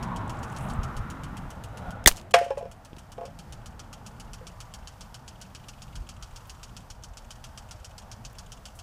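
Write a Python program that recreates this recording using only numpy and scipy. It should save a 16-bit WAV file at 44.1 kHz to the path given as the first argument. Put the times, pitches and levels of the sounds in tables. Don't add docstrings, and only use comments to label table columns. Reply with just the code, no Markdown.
import sys
import numpy as np
from scipy import signal
from scipy.fft import rfft, irfft, next_fast_len
from scipy.io import wavfile
from scipy.ndimage import uniform_filter1d

SR = 44100
rng = np.random.default_rng(int(sys.argv[2]) if len(sys.argv) > 2 else 0)


def generate_wav(signal):
    frames = np.transpose(np.atleast_2d(signal))
    scaled = np.clip(frames, -1, 1) * 32767
    pcm = np.round(scaled).astype(np.int16)
    wavfile.write(sys.argv[1], SR, pcm)


def invert_db(x):
    u = np.asarray(x, float) / 20
    return 10 ** u


N = 388962
T = np.arange(N) / SR

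# time_s, level_db, centre_hz
STRETCH = [
    (.3, -70, 6000),
    (.4, -65, 6500),
    (.5, -65, 7000),
    (.6, -58.5, 8500),
    (.7, -61, 10000),
    (.75, -66, 9000),
    (.79, -86, 9010),
]
# start_s, peak_db, centre_hz
SLIPS = [(0.2778, -43, 7420), (0.3694, -47, 5380), (0.3893, -43, 7170), (0.4983, -42, 6360),
         (0.5478, -45, 5010), (0.5848, -38, 8440), (0.6074, -40.5, 7610), (0.6238, -42, 9500),
         (0.6394, -44.5, 9350), (0.6595, -48, 11600), (0.6863, -39, 6500), (0.7347, -38, 7900)]
# start_s,
# peak_db, centre_hz, width_hz, t60_s
SLAPS = [(2.0598, -8, 12800, 3000, .005), (2.0598, -5, 5500, 7000, .005), (2.063, -17, 5000, 10000, .12),
         (2.071, -15, 6000, 12000, .03), (2.0734, 8, 8500, 9000, .016), (2.0768, 0, 6300, 3500, .014),
         (2.0805, -4, 6300, 5000, .014), (2.084, -6, 6800, 3000, .012), (2.0742, 1, 560, 500, .03),
         (2.0745, -4, 1300, 2000, .05), (2.0765, -11, 5000, 10000, .09), (2.0893, -12, 10000, 14000, .01),
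         (2.09, -34, 3500, 7000, .35), (2.1135, -19, 1500, 3000, .01), (2.1215, -28, 5000, 10000, .012),
         (2.1615, -34, 6000, 6000, .015), (2.1685, -30, 6000, 4000, .04), (2.1965, -36, 3200, 2500, .02),
         (2.213, -38, 4000, 6000, .015), (2.93, -43, 3200, 1500, .03), (2.9657, -39, 3200, 4000, .025),
         (2.386, -34, 9000, 12000, .025), (2.381, -19, 1600, 450, .06)]
# start_s, peak_db, centre_hz, width_hz, t60_s
HANDLING = [
    (6.47, -49, 13000, 4980, 0.1),
    (8.33, -42.5, 11000, 8000, .008),
    (8.752, -46, 8970, 5000, 0.19),
]
# (pitch_hz, level_db, t60_s)
WHIP = (2.0604, .0012, [(1960, 1, .007), (3500, -1, .0045)])
# start_s, peak_db, length_s (negative for a pull)
SHOVES = [
    (2.0646, -9, -.0017),
    (2.0648, -12, .015),
    (2.0765, -10, -.0009),
    (2.105, -25, .035),
    (2.931, -29, .0022),
    (2.972, -32, .0022),
]
# pitch_hz, level_db, t60_s
CAN_AIR = [(515, -6, .05), (568, 0, .085)]
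# pitch_hz, level_db, t60_s
CAN_END = [(689, -5, .32), (716, -20, .15)]
# pitch_hz, level_db, t60_s
CAN_WALL = [(840, -15, 0.24), (990, -18, 0.2), (1083, -20, 0.18), (1220, -24, 0.11)]
# pitch_hz, level_db, t60_s
CAN_RIM = [(1540, -14, .07), (1640, -17, .14), (1728, -22, .1), (2261, -22, 0.1), (2430, -14, 0.11),
           (2670, -21, .08), (3100, -21, 0.06), (5394, -18, 0.055)]
# start_s, peak_db, air_pitch_share (ratio), end_ring_db, wall_ring_db
KNOCKS = [(2.3385, -4, 0.92, 2.5, -1), (2.4105, -19, .97, -12, -6), (2.461, -28, .99, -8, 0),
          (2.504, -17, 0.95, -12, 4), (3.1788, -27.5, .9, 0, 11), (3.2095, -27.5, .9, 2, 12),
          (3.231, -31, 0.89, 3, 11), (2.5715, -22, .99, -12, 8), (2.608, -31, 1.2, 5, 7),
          (2.624, -29, 0.89, -10, 0), (2.653, -30, .95, -7, 3), (3.248, -33, 0.94, 1, 4),
          (3.278, -39, 1.0, 4, 3), (4.41, -39.5, .9, -5, -1)]
# pitch_hz, density_db (per Hz)
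CRUNCH = [(530, -18), (900, -7), (1540, -3.5), (2070, -6), (2990, -6), (3890, -17.5), (5300, -16),
          (5690, -17.5), (9720, -25.5), (15400, -45.5)]
# pitch_hz, density_db (per Hz)
SPLASH = [(710, -38), (1200, -3), (1440, -2.5), (1920, -16), (2590, -4.5), (2880, -3.5), (3140, 0.5),
          (3390, -5.5), (4020, -9.5), (4380, -5.5), (5660, -1.5), (6360, -3.5), (9860, -13), (15400, -29)]
# pitch_hz, width_hz, level_db
ARM_RING = [(2930, 26, -4), (4070, 84, -3), (4530, 83, -1.5), (5440, 81, -11.5), (5640, 12, -5),
            (6750, 49, 2), (7850, 420, -13.5), (9790, 230, -9)]
# blow_number (count), time_s
ARM_BEAT = [(0, .027), (17, 2.309), (37, 5.0082), (51, 6.9013), (65, 8.7892)]
# time_s, peak_db, splash_breadth_db
ARM_AIM = [(0, -31.5, 6), (.5, -32.5, 4), (1.1, -32.5, 8), (1.6, -34, 11), (2.1, -28, 6), (2.8, -34.5, 9.5),
           (3.3, -31, 1.5), (4.2, -31.5, 2.5), (4.9, -31, -1), (5.4, -32, 0.1), (6.1, -31, -1),
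           (6.999, -31, -1.5), (7.5, -30.5, -0.5), (8.299, -31, -4), (8.8, -31.5, 3)]
# start_s, end_s, beat_s, level_db, treble_db
FAR_ARM = [
    (3.503, 5.196, .1102, -62, -8.5),
    (5.307, 5.6, .048, -60.5, -12),
    (5.639, 5.95, .048, -56, -10.5),
    (5.972, 6.72, .048, -59.5, -4),
    (6.803, 7.598, .1105, -60.5, -1.5),
    (7.688, 8.8, .1105, -58, -2),
]
# time_s, level_db, roar_centre_hz
CAR = [(0, -39.5, 1051), (.5, -42.5, 1009), (.66, -40, 900), (.85, -41.5, 1177), (1.15, -45, 1195),
       (1.69, -48, 765), (1.969, -39.5, 790), (2.3, -47.5, 684), (2.9, -51, 794), (3.7, -50.5, 847.6),
       (4.6, -53, 900), (5, -54.5, 881), (5.8, -55.5, 947.4), (6.4, -53.5, 1007), (6.9, -56, 857.4),
       (7.6, -54, 853), (8.201, -53.5, 820), (8.82, -55, 830)]
# time_s, level_db, centre_hz
TREAD = [
    (0, -46, 1050),
    (.15, -37.5, 1023),
    (.3, -44, 999),
    (.55, -52.5, 1145),
    (.8, -45.5, 1268),
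    (1.3, -55.5, 1348),
    (1.6, -73, 1303),
    (1.95, -41, 1390),
    (2.1, -60, 1420),
]
# pitch_hz, density_db (per Hz)
ROAR = [(190, -37), (330, -6.5), (456, 1), (880, 0), (1050, -3), (1390, -2), (1630, -4.5), (2180, -11),
        (3020, -17), (4000, -20.5), (5200, -47.5), (8800, -120)]
# pitch_hz, density_db (per Hz)
DRONE = [(62, -31), (105, -1), (189, -2.5), (252, -8.5), (301, -14), (356, -17.5), (380, -20), (490, -49.5),
         (840, -120)]
# pitch_hz, density_db (per Hz)
RUMBLE = [(11, -28.5), (18, -4), (32, 4.5), (125, -1.5), (160, -30), (280, -120)]
# pitch_hz, density_db (per Hz)
HISS = [(1060, -35), (1800, -7.5), (2270, -7), (3060, -2.5), (4040, -8.5), (4550, -4.5), (5690, -5.5),
        (9770, -11), (15400, -13.5)]
# time_s, peak_db, length_s
PUFFS = [
    (0.794, -26.5, 0.021),
    (0.853, -27, 0.021),
    (0.997, -29, 0.026),
    (3.5, -42, 0.042),
    (6.001, -35.5, 0.045),
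    (6.543, -42, 0.031),
    (7.054, -43, 0.053),
]
# start_s, end_s, kept_below_hz
STARVED = [
    (2.046, 2.0562, 900),
    (2.323, 2.3352, 600),
]

SLAP_HOLD_S = .0015
SLEEVE_HZ, SLEEVE_DB = 2700, 1
FREE_HARD, FREE_SOFT = .9, .45
GRIT_DB, GRIT_T60_S = -26, .05
ARM_SCATTER_DB, BREADTH_SCATTER_DB, LOW_SHARE = 0.64, 1, .9
FAR_DB = -55
DRONE_DB, DRONE_SLOPE, DRONE_SAG_DB_PER_S = -53, 0.86, 0.91
RUMBLE_DB, RUMBLE_SLOPE, SPRAY_DB = -48, 0.61, -64.5
DUCK_S, DUCK_DB, DUCK_HOLD_S, RECOVER_S = 1.9, -5.5, 0.55, 1.9


def add(out, s, sound):
    i = int(s * SR)
    out[i:i + len(sound)] += sound[:N - i]


def unit(x):
    return x / np.sqrt(np.mean(x ** 2))


def coloured(points, size=N):
    size = next_fast_len(size)
    hz = np.fft.rfftfreq(size, 1 / SR) + 1e-3
    at, db = np.transpose(points)
    gain = invert_db(np.interp(np.log(hz), np.log(at), db, -90, -90))
    return unit(irfft(rfft(rng.standard_normal(size)) * gain, size))


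def band(x, hz, width_hz):
    hz = min(hz, .45 * SR)
    return signal.lfilter(*signal.iirpeak(hz, hz / min(width_hz, .4 * SR), SR), x)


def fade(t, hold, t60):
    return np.clip(t / .0004, 0, 1) * invert_db(-60 * np.clip(t - hold, 0, None) / t60)


def walk(rate):
    count = int(T[-1] * rate) + 2
    return 1.2 * np.interp(T * rate, np.arange(count), rng.standard_normal(count))


def rings(modes, t):
    return sum(invert_db(db - 60 * t / t60) * np.sin(2 * np.pi * hz * t) for hz, db, t60 in modes)


def living(points, flicker_db, rate, centre_hz=None, bump_db=0):
    noise = coloured(points)
    whole, hz, out = rfft(noise), np.fft.rfftfreq(len(noise), 1 / SR), 0
    lowest, highest = points[0][0], points[-1][0]
    edges = lowest * 2 ** np.arange(0, np.log2(highest / lowest) + 1 / 3, 1 / 3)
    for lo, hi in zip(edges, edges[1:]):
        db = flicker_db * walk(rate)
        if centre_hz is not None:
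            octaves = np.log2(centre_hz / np.sqrt(lo * hi))
            db = db + bump_db * np.exp(-(octaves / 0.69) ** 2)
        out = out + invert_db(db) * irfft(whole * ((hz >= lo) & (hz < hi)), len(noise))[:N]
    return unit(out)


def creak():
    s, db, hz = np.transpose(STRETCH)
    slips = rng.standard_normal(N) * invert_db(3 * walk(150))
    centre_hz = np.interp(T, s, hz)
    rubber = 0
    for c in (5534, 7000, 8500, 10000, 11600):
        rubber = rubber + np.exp(-((centre_hz - c) / 1800) ** 2) * band(slips, c, 1800)
    sleeve = band(band(slips, SLEEVE_HZ, 900), SLEEVE_HZ, 900)
    return invert_db(np.interp(T, s, db, -120, -120)) * (unit(rubber) + invert_db(SLEEVE_DB) * unit(sleeve))


def slingshot():
    out, t = creak(), T[:int(.25 * SR)]
    slips = [(*slip, 2200, .03) for slip in SLIPS]
    for s, db, hz, width_hz, t60 in SLAPS + HANDLING + slips:
        noise = band(rng.standard_normal(len(t)), hz, width_hz)
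        slap = unit(band(noise, hz, 2.0 * width_hz))
        add(out, s, invert_db(db - 10.5) * fade(t, SLAP_HOLD_S, t60) * slap)
    s, hold, tones = WHIP
    add(out, s, sum(invert_db(db) * fade(t, hold, t60) * np.cos(2 * np.pi * hz * t) for hz, db, t60 in tones))
    for s, db, length in SHOVES:
        add(out, s, invert_db(db) * np.sin(np.pi * t / length) * np.exp(-(t / length) ** 2))
    return out


def can_blow(t, db, share, end_db, wall_db):
    hard = np.interp(db, (-16, -8), (0, 1))
    free = FREE_SOFT + hard * (FREE_HARD - FREE_SOFT)
    modes = [(hz * share, d, t60) for hz, d, t60 in CAN_AIR]
    for part, part_db in ((CAN_END, end_db), (CAN_WALL, wall_db), (CAN_RIM, 0)):
        modes += [(hz, d + part_db, t60 * free) for hz, d, t60 in part]
    scatter = rng.standard_normal((len(modes), 2))
    struck = [(hz * (1 + .004 * a), d + 1.5 * b, t60) for (hz, d, t60), (a, b) in zip(modes, scatter)]
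    ms = np.interp(db, (-20, -8), (.6, .15))
    push = np.exp(-((t * 1000 - 2 * ms) / (.6 * ms)) ** 2)
    scrape = invert_db(-46) * rng.standard_normal(len(t)) * fade(t, .006, .12)
    ring = signal.fftconvolve(rings(struck, t), push / push.sum() + scrape)[:len(t)]
    ring = ring * (1 - np.exp(-(t / .0021) ** 2))
    return invert_db(db) * ring / np.abs(ring).max()


def can():
    out, t = np.zeros(N), T[:int(.4 * SR)]
    for s, db, share, end_db, wall_db in KNOCKS:
        add(out, s, can_blow(t, db, share, end_db, wall_db))
        grit = coloured(CRUNCH[1:], size=len(t))[:len(t)]
        add(out, s, invert_db(db + GRIT_DB) * fade(t, .002, GRIT_T60_S) * grit)
    crumple = fade(t, 0.0032, 0.047) * np.clip(t / 0.0016, 0, 1)
    yard_tail = invert_db(-21 + 1.9 * walk(151.6)[:len(t)]) * fade(t, 0.011, 0.41)
    echo = invert_db(-27) * fade(t - .048, 0.0037, 0.02)
    crunch = crumple + yard_tail + echo
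    add(out, 2.339, invert_db(-12) * crunch * coloured(CRUNCH, size=len(t))[:len(t)])
    return signal.sosfilt(signal.butter(6, 420, "high", fs=SR, output="sos"), out)


def sprinkler():
    out, t = np.zeros(N), T[:int(.13 * SR)]
    drops = fade(t, 0.0084, .075)
    sheet = invert_db(-1.5) * fade(t, 0.00072, 0.0046)
    fence = invert_db(-18.5) * fade(t - .048, .004, .08)
    shape = drops + sheet + fence
    count, at = np.transpose(ARM_BEAT)
    times = np.interp(np.arange(count[-1] + 1), count, at)
    aim_s, aim_db, breadth_db = np.transpose(ARM_AIM)
    for s, (a, b, c) in zip(times, rng.standard_normal((len(times), 3))):
        db = np.interp(s, aim_s, aim_db) + ARM_SCATTER_DB * a
        wide_db = np.interp(s, aim_s, breadth_db)
        low_db = LOW_SHARE * wide_db + BREADTH_SCATTER_DB * b
        high_db = wide_db + BREADTH_SCATTER_DB * c
        tilt = [(hz, d + np.interp(hz, (3000, 5000, 9000), (low_db, 0, high_db))) for hz, d in SPLASH]
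        splash = coloured(tilt, size=len(t))[:len(t)]
        metal = unit(sum(invert_db(d) * band(splash, hz, 0.76 * w) for hz, w, d in ARM_RING))
        tick = unit(band(rng.standard_normal(len(t)), 10500, 9900))
        add(out, s, invert_db(db + high_db - 24) * fade(t, 0.00044, 0.011) * tick)
        add(out, s, invert_db(db - 14.0) * shape * (splash + invert_db(-12.5) * metal))
    return out


def far_sprinkler():
    out, t = np.zeros(N), T[:int(.08 * SR)]
    for s0, s1, beat, db, treble_db in FAR_ARM:
        for s in np.arange(s0, s1, beat):
            noise = rng.standard_normal(len(t))
            body = unit(band(band(noise, 2730, 845), 3100, 1104))
            treble = unit(band(band(noise, 6400, 2500), 7500, 3000))
            splash = body + invert_db(treble_db) * treble
            add(out, s, invert_db(db + 1.6 * noise[0]) * fade(t, 0.0058, 0.038) * splash)
    return out


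def tread():
    s, db, hz = np.transpose(TREAD)
    slow = [coloured([(1, 0), (90, 2.5), (220, -20)])[:N] for _ in range(2)]
    turn = 2 * np.pi * np.cumsum(np.interp(T, s, hz)) / SR
    whine = slow[0] * np.cos(turn) + slow[1] * np.sin(turn)
    return invert_db(np.interp(T, s, db, -120, -120)) * whine


def yard():
    s, db, hz = np.transpose(CAR)
    roar_db, roar_hz = np.interp(T, s, db), np.interp(T, s, hz)
    near_db = np.clip(roar_db - FAR_DB, 0, None)
    rumble_db = RUMBLE_DB + RUMBLE_SLOPE * near_db + 0.92 * walk(3)
    out = invert_db(rumble_db) * coloured(RUMBLE)[:N]
    drone_db = DRONE_DB + DRONE_SLOPE * near_db - DRONE_SAG_DB_PER_S * (T - 3.5) + 1.5 * walk(4)
    out += invert_db(drone_db) * living(DRONE, flicker_db=2.65, rate=9.8)
    out += invert_db(roar_db) * living(ROAR, flicker_db=0.84, rate=4.1, centre_hz=roar_hz, bump_db=7.0)
    out += invert_db(SPRAY_DB + 1.0 * walk(6.3)) * living(HISS, flicker_db=-0.2, rate=12)
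    gust = sum(invert_db(db) * np.exp(-((T - s) / length) ** 2) for s, db, length in PUFFS)
    wind = coloured([(15, -18), (35, 10), (90, 0.5), (200, -18.0), (400, -32)])[:N]
    return out + gust * wind


def scene():
    duck_at = (0, .01, DUCK_HOLD_S, DUCK_HOLD_S + RECOVER_S)
    duck_db = DUCK_DB * np.interp(T - DUCK_S, duck_at, (0, 1, 1, 0))
    surroundings = yard() + sprinkler() + far_sprinkler() + tread()
    return (invert_db(duck_db) * surroundings + slingshot() + can())[None]


def low_pass(x):
    return signal.sosfilt(signal.butter(12, 15600, fs=SR, output="sos"), x)


def record(dry):
    out = signal.sosfilt(signal.ellip(8, .2, 35, 15900, fs=SR, output="sos"), dry)
    out = np.clip(out, -.99, .99)
    for s0, s1, hz in STARVED:
        dull = signal.sosfiltfilt(signal.butter(4, hz, fs=SR, output="sos"), out * (T < s1))
        inside = uniform_filter1d(1. * ((T > s0) & (T < s1)), 40)
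        out = out + inside * (dull - out)
    return low_pass(out)


dry = scene()
out = record(dry)
generate_wav(out)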